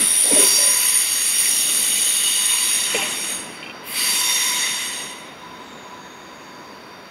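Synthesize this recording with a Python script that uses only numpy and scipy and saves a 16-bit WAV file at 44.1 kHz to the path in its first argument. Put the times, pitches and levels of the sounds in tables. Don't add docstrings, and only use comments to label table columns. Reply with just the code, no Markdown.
import sys
import numpy as np
from scipy import signal
from scipy.fft import rfft, irfft, next_fast_len
from scipy.io import wavfile
from scipy.ndimage import uniform_filter1d

SR = 44100
rng = np.random.default_rng(int(sys.argv[2]) if len(sys.argv) > 2 else 0)


def file_out(sig):
    cols = np.atleast_2d(sig).T
    lim = np.clip(cols, -1, 1)
    pcm = np.round(lim * 32767).astype(np.int16)
    wavfile.write(sys.argv[1], SR, pcm)


def voltage_ratio(decibels):
    exponent = np.asarray(decibels, float) / 20
    return 10 ** exponent


N = 313110
T = np.arange(N) / SR

# [t/s, pressure level/dB, dullness/dB lost near 15 kHz to air and shading]
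RUB = [(0, -0.5, 2), (.35, 0.5, -7), (.43, 3.5, -14), (.57, 1.5, -8.5), (1.25, -1, -5), (1.4, 0.5, -11.5),
       (2.74, 0, 2), (2.88, -3.5, 18), (3.32, -9, 6), (3.42, -17.5, 10), (3.64, -31, 24), (3.81, -40, -16),
       (3.872, -14, -18), (3.99, 1.5, -4), (4.51, -0.5, -3), (4.62, -1.5, 14), (5.02, -12, 16),
       (5.36, -36, 24)]
# [f/Hz, width/Hz, level/dB, split/Hz]
WEB_MODES = [(1440, 80, -11.5, 60), (2000, 110, -4, 60), (2170, 80, -18, 40), (2785, 120, -1, 50),
             (2948, 90, -0.5, 50)]
RIM_MODES = [(3677, 70, -5.5, 70), (4652, 80, -7, 90), (5652, 80, -6.5, 90), (6638, 110, -3.5, 130)]
SHRILL_MODES = [(9330, 60, -15.5, 60), (9550, 120, -2.5, 150), (9440, 430, -11.5, 220)]
FINE_MODES = [(7580, 100, -1, 100), (8575, 150, 0.5, 120), (10390, 140, 3, 80), (11420, 170, -1, 100),
              (12370, 130, -4.5, 60), (13000, 100, -18, 91)]
# [middle t/s, f/Hz, length/s, level/dB]
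CATCHES = [(0.078, 6620, 0.27, -13), (.12, 4650, 0.2, -5), (1.9, 4650, 0.45, -3), (0.54, 5660, .15, 6),
           (0.9, 3660, 0.9, -6.5), (1.54, 5660, 0.099, 5.5), (2.4, 5660, 0.72, -5),
           (0.051, 9500, 0.21, 4.5), (3.69, 4650, 0.2, 7.5), (3.82, 6620, 0.25, -14), (4.03, 4650, 0.12, 6),
           (4.02, 3660, 0.1, -9), (4.38, 5660, 0.31, 4.5), (2.87, 5660, 0.24, 4.5), (5.37, 3660, 0.71, 4.5),
           (5.46, 6620, 0.25, -8), (6.12, 5660, 0.51, -7.5), (6.94, 6620, 0.27, -12), (6.84, 4650, 0.56, 7),
           (6, 3660, 0.53, 3.5), (2.21, 2950, 0.62, 9.5), (4.65, 2000, 0.94, 9), (0.84, 11420, 0.6, 6.5),
           (3, 7600, .13, 8), (3.32, 8600, .25, 12), (4.0, 5660, 0.1, -8), (5, 8600, 0.3, 7.5),
           (4.35, 7600, .3, 6), (3.36, 9500, 0.16, 8), (2.77, 9500, 0.15, 2.5)]
# [f/Hz, level/dB]
WEB_HISS = [(700, -36.5), (1100, -5.5), (1600, -10), (1900, 4.5), (2500, 2.5), (3400, -6), (4500, -15),
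            (7000, -52.5)]
RIM_HISS = [(2000, -22.5), (3300, 3), (4200, -1.5), (6000, -4), (7200, -13), (8300, -5), (10000, -41.5)]
FINE_HISS = [(5000, -38), (7500, -8.5), (8700, 5), (11000, 4), (12000, 0.5), (13500, -3.5), (15000, -20.5),
             (16000, -21)]
# [middle t/s, length/s, level/dB]
LURCHES = [
    (.12, 0.29, -3),
    (.41, 0.048, 4.5),
    (1.9, 0.51, -3.5),
    (3.05, .15, 3.5),
    (4.0, 0.14, 2),
    (5.2, 0.22, -2),
]
# [start t/s, end t/s, f/Hz, level/dB]
WHISTLES = [(0, .21, 12198, -41), (.14, .54, 9420, -19), (.39, .8, 5663, -28), (.41, .7, 4661, -25),
            (.54, .8, 9474, -23), (.8, 1.08, 9463, -24), (1.11, 1.28, 6578, -31), (1.27, 1.43, 5641, -34),
            (1.32, 1.45, 9571, -25), (1.66, 1.82, 9485, -27), (1.68, 1.89, 12392, -40),
            (4.0, 4.45, 15062, -57), (2.02, 2.19, 9474, -27), (2.04, 2.19, 12381, -40),
            (2.22, 2.37, 3660, -32), (2.23, 2.37, 8559, -38), (2.3, 2.77, 13964, -46),
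            (2.81, 3.07, 11347, -45), (3.0, 3.46, 10400, -39), (3.12, 3.33, 5620, -39),
            (3.17, 3.42, 6599, -36), (3.15, 3.43, 9453, -37), (.45, 1.08, 1010, -42),
            (3.2, 3.44, 8520, -43), (4.08, 4.69, 990, -40), (4.14, 4.45, 3639, -31), (2.9, 3.5, 13150, -55),
            (4.55, 4.84, 3639, -33), (4.75, 4.93, 11283, -47), (5.27, 5.79, 1001, -47)]
# [t/s, level/dB]
CLACKS = [
    (2.947, -7.5),
    (2.986, -12),
    (3.016, -9.5),
    (3.051, -18),
    (3.627, -19),
    (3.661, -20),
    (3.696, -19.5),
]
# [f/Hz, level/dB, t60/s]
JOINT_RING = [(2420, -1, .035), (2700, 0, .035), (3150, -2, .03)]
# [t/s, level/dB, f/Hz, t60/s, rise/s]
THUDS = [(.002, -27, 210, 0.22, 0.0058), (.245, -29, 550, .3, 0.0092), (.308, -14.5, 270, 0.14, 0.0034),
         (.318, -13.5, 263, 0.17, .012), (.36, -18, 544, 0.21, .008), (.385, -15.5, 382.6, 0.26, 0.014),
         (.3, -28, 936, 0.37, .01), (.53, -28.5, 236, 0.094, 0.0054), (.58, -27, 563, 0.54, .01),
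         (2.943, -21.5, 360, 0.15, .002), (2.946, -29, 770, 0.46, 0.0033), (3.016, -25, 604, 0.19, 0.012),
         (3.49, -32, 268, 0.12, .004)]
# [t/s, level/dB, rise/s, hold/s, t60/s]
RATTLES = [
    (0.238, -31.5, .01, 0.053, 0.11),
    (0.304, -28, 0.0067, 0.14, 0.13),
    (0.519, -33.5, .008, 0.023, 0.19),
    (2.944, -24, 0.0022, 0.0088, 0.066),
    (2.992, -33, .003, 0.025, 0.21),
]
# [f/Hz, level/dB]
RATTLE_COLOUR = [(110, -30), (230, -4), (400, 0), (620, -3), (800, -11), (1100, -20), (3000, -40)]
# [t/s, level/dB, start f/Hz, length/s]
CHIRPS = [
    (5.575, -57, 8380, .3),
    (5.628, -56, 8350, .33),
    (5.7, -63, 7800, .25),
    (6.0, -74, 7400, .16),
    (6.15, -73, 7500, .18),
    (3.855, -50, 7100, .1),
]
# [f/Hz, width/Hz, level/dB, split/Hz]
RAIL_HUM = [(1007.5, 55, 0, 35)]
# [middle t/s, length/s, level/dB]
HUM_SWELLS = [
    (.46, 0.14, 15),
    (.8, 0.11, 9),
    (1.7, 0.42, -8),
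    (2.5, 0.2, 9.5),
    (3.0, 0.17, 11.5),
    (4.25, 0.27, 13.5),
    (4.75, 0.35, 6.5),
    (5.5, .3, 3),
    (6.53, .1, 4.5),
]
# [t/s, level/dB]
ROLL_LEVEL = [
    (0, -30.5),
    (.18, -41),
    (.55, -36),
    (1.05, -44),
    (1.68, -37.5),
    (2.5, -44),
    (3.04, -34.5),
    (4.2, -38.5),
    (7.1, -42),
]
# [f/Hz, level/dB]
RUMBLE_COLOUR = [(20, -42), (60, -8.5), (120, -9), (200, 2.5), (400, 0.5), (800, -4.5), (1500, -5.5),
                 (3000, -12.5), (5000, -42.5)]
YARD_COLOUR = [(20, -39), (60, 0), (120, -4), (200, -5), (500, 0), (1200, -3.5), (2200, -5.5),
               (3300, -15.5), (4200, -17), (5300, -30), (6200, -34), (7600, -32), (9400, -22.5),
               (12000, -26.5)]
# [f/Hz, level/dB]
OVERALL_COLOUR = [(30, -12), (150, 0), (7000, 0), (7700, -2), (7800, -6), (7850, -20), (7900, -7), (8300, -9),
                  (8480, 0), (15700, 0), (15800, -60)]

SCRAPE_S, SCRAPE_LENGTH_S = 3.89, 0.052


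def squeal():
    web = 0.68 * ring(WEB_MODES, wobble_db=2.03, waver=.3, core=.45, core_db=-3.5)
    web += 0.68 * hiss(WEB_HISS, patchy_db=2.2)
    rim = 0.94 * ring(RIM_MODES, wobble_db=1.0, waver=.3, core=.6, core_db=-1.63)
    rim += 0.32 * hiss(RIM_HISS, patchy_db=1.5)
    shrill = ring(SHRILL_MODES, wobble_db=1.5, waver=.4, core=.4, core_db=-2.5)
    fine = 0.98 * ring(FINE_MODES, wobble_db=3.5, waver=.3, core=.24, core_db=-6)
    fine += 1.03 * hiss(FINE_HISS, patchy_db=1.2) * voltage_ratio(-0.32 * np.maximum(control(column=2), 0))
    fine = dulled(fine)

    scream_end_s, scream_fade_s = 2.91, .1
    scream_db = 7.5 * (1 - np.tanh((T - scream_end_s) / scream_fade_s)) / 2
    web_gain = family(-29, 0.63, 0.1043, -1.5, extra_db=bumps(LURCHES), knee_db=-58)
    rim_gain = family(-23, 1, 0.0717, -7)
    shrill_gain = family(-28.5, 0.86, 0, -12, extra_db=scream_db, knee_db=-64)
    fine_gain = family(-29.5, 1.0, 0.0976, 6, knee_db=-60)
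    far_rim = voltage_ratio(-48.5 - (T - 6))

    low = web_gain * web + np.hypot(rim_gain, far_rim) * rim
    high = shrill_gain * shrill + fine_gain * fine
    stutter = voltage_ratio(0.28 * drift(30.0))
    return colour(stutter * (low + high), [(250, -36.0), (900, 0)])


def ring(modes, wobble_db, waver, core, core_db):
    out, slow = np.zeros(N), T[::256]
    for hz, width, db, split in modes:
        grip_db = np.full(len(slow), float(db))
        for middle, catch_hz, length, catch_db in CATCHES:
            if abs(catch_hz / hz - 1) < .035:
                grip_db += catch_db * np.exp(-((slow - middle) / length) ** 2)
        for side, wide, part_db in ((-.5, core * width, core_db), (.5, width, 0.0071)):
            decay = np.exp(-np.pi * wide / SR)
            noise = rng.standard_normal(N) + 1j * rng.standard_normal(N)
            shake = signal.lfilter([1], [1, -decay], noise)
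            line_hz = hz + side * split + waver * wide * drift(6.0)
            turn = np.exp(2j * np.pi * np.cumsum(line_hz) / SR)
            level_db = np.interp(T, slow, grip_db) + part_db + wobble_db * drift(9.0)
            out += voltage_ratio(level_db) * evened((shake * turn).real)
    return out / np.sqrt(2 * sum(voltage_ratio(mode[2]) ** 2 for mode in modes))


def family(rest_db, per_push, per_dull, scrape_db, extra_db=0, knee_db=-99):
    push = control(column=1) - 18 * np.maximum(T - RUB[-1][0], 0)
    dull = np.maximum(control(column=2), 0)
    scrape = np.exp(-((T - SCRAPE_S) / SCRAPE_LENGTH_S) ** 2)
    level_db = rest_db + per_push * push + per_dull * dull + scrape_db * scrape
    return np.sqrt(np.maximum(voltage_ratio(level_db + extra_db) ** 2 - voltage_ratio(knee_db) ** 2, 0))


def dulled(x):
    hz, t, z = signal.stft(x, SR, nperseg=256)
    slope = (np.clip(hz - 11000, 0, 4800)[:, None] / 4000) ** 1.7
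    under = np.maximum(12000 - hz, 0)[:, None] / 4000
    late_db = 11 * under * np.exp(-((t - SCRAPE_S + .02) / SCRAPE_LENGTH_S) ** 2)
    times, _, dullness = np.transpose(RUB)
    lost_db = slope * np.interp(t, times, dullness) + late_db
    return signal.istft(z * voltage_ratio(-lost_db), SR, nperseg=256)[1][:N]


def control(column):
    rows = np.transpose(RUB)
    return np.interp(T, rows[0], rows[column])


def whistles():
    out, wander = np.zeros(N), drift(20.0)
    for start, end, hz, db in WHISTLES:
        shake = wander[round(start * SR):round(end * SR)]
        swell = np.sin(np.linspace(0, np.pi, len(shake))) ** .8
        swell *= voltage_ratio(db + 1 + 2 * shake[::-1])
        phase = 2 * np.pi * np.cumsum(hz * (1 + .0009 * shake)) / SR
        add(out, start, np.sqrt(2) * swell * np.sin(phase))
    return out


def clacks():
    out, t = np.zeros(N), T[:3000]
    for (s, db), luck in zip(CLACKS, rng.random((len(CLACKS), 8))):
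        clack = np.zeros(len(t))
        for (hz, level, t60), detune, phase in zip(JOINT_RING, luck, luck[4:]):
            tone = np.sin(2 * np.pi * (hz * (.97 + 0.055 * detune) * t + phase))
            clack += voltage_ratio(level - 60 * t / t60) * tone
        clack *= 1 - np.exp(-t / 0.0018)
        add(out, s, 0.56 * voltage_ratio(db) * clack)
        add(out, s + .0115, .6 * voltage_ratio(db - 4) * clack)
        add(out, s + 0.0087, 0.41 * voltage_ratio(db - 24) * clack)
    return out


def thuds():
    out, t = np.zeros(N), T[:SR // 2]
    for s, db, hz, t60, rise in THUDS:
        luck = rng.standard_normal(len(t))
        rough = evened(uniform_filter1d(uniform_filter1d(luck, size=180), size=180))
        hardness, sharpness = voltage_ratio(db + 15), min(.004 / rise, 1) ** 2
        pitch = hz * (1 + hardness * sharpness * np.exp(-t / .025))
        swing = np.sin(2 * np.pi * np.cumsum(pitch) / SR) * (1 + 0.62 * rough)
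        add(out, s, voltage_ratio(db - 60 * t / t60) * (1 - np.exp(-t / rise)) * swing)
    return out


def rattles():
    level, t = np.zeros(N), T[:SR // 2]
    for s, db, rise, hold, t60 in RATTLES:
        fall_db = 60 * np.maximum(t - hold, 0) / t60
        add(level, s, voltage_ratio(db - fall_db) * (1 - np.exp(-t / rise)))
    return level * hiss(RATTLE_COLOUR, patchy_db=2.5)


def chirps():
    out = np.zeros(N)
    end_hz, glide_s = 6520, .14
    for s, db, start_hz, length in CHIRPS:
        t = np.arange(0, length, 1 / SR)
        hz = end_hz + (start_hz - end_hz) * np.exp(-t / glide_s)
        swell = np.sin(np.pi * t / length) ** 0.37
        add(out, s, voltage_ratio(db) * np.sin(2 * np.pi * np.cumsum(hz) / SR) * swell)
    return out


def rolling():
    hum = ring(RAIL_HUM, wobble_db=2.0, waver=0.2007, core=0.461, core_db=2.2)
    hum *= voltage_ratio(-46 + bumps(HUM_SWELLS))
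    rumble = voltage_ratio(np.interp(T, *np.transpose(ROLL_LEVEL))) * hiss(RUMBLE_COLOUR, patchy_db=1.3)
    return 0.66 * hum + 0.84 * rumble


def yard():
    return voltage_ratio(-45) * hiss(YARD_COLOUR, patchy_db=0.21)


def hiss(points, patchy_db):
    z = rng.standard_normal((N // 128 + 5, 257, 3))
    patches = uniform_filter1d(z[..., 2], size=20, axis=0)
    patches = evened(uniform_filter1d(patches, size=6, axis=1))
    field = (z[..., 0] + 1j * z[..., 1]) * voltage_ratio(patchy_db * patches)
    noise = signal.istft(field.T, nperseg=512, noverlap=384)[1][:N]
    return evened(colour(noise, points))


def drift(per_s):
    knots = rng.standard_normal(2000)
    smooth = uniform_filter1d(knots, size=3) + .5 * knots[::-1]
    return np.interp(T * per_s * 3, np.arange(len(knots)), evened(smooth))


def bumps(rows):
    return sum(db * np.exp(-((T - s) / length) ** 2) for s, length, db in rows)


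def colour(x, points):
    size = next_fast_len(len(x))
    f, db = np.transpose(points)
    hz = np.fft.rfftfreq(size, 1 / SR)
    gain = voltage_ratio(np.interp(np.log(hz + 1), np.log(f), db))
    return irfft(rfft(x, size) * gain, size)[:len(x)]


def evened(x):
    return x / np.sqrt(np.mean(x ** 2) + 1e-20)


def add(mix, s, sound):
    part = mix[round(s * SR):][:len(sound)]
    part += sound[:len(part)]


def scene():
    train = squeal() + whistles() + clacks() + thuds() + rattles() + chirps()
    mono = train + rolling() + yard()
    return np.array([mono, mono])


def roll_off(x):
    return signal.sosfilt(signal.butter(12, 15800, fs=SR, output="sos"), x)


def record(dry):
    heard = colour(dry[0], OVERALL_COLOUR)
    return roll_off(np.array([heard, heard]))


dry = scene()
out = record(dry)
file_out(out)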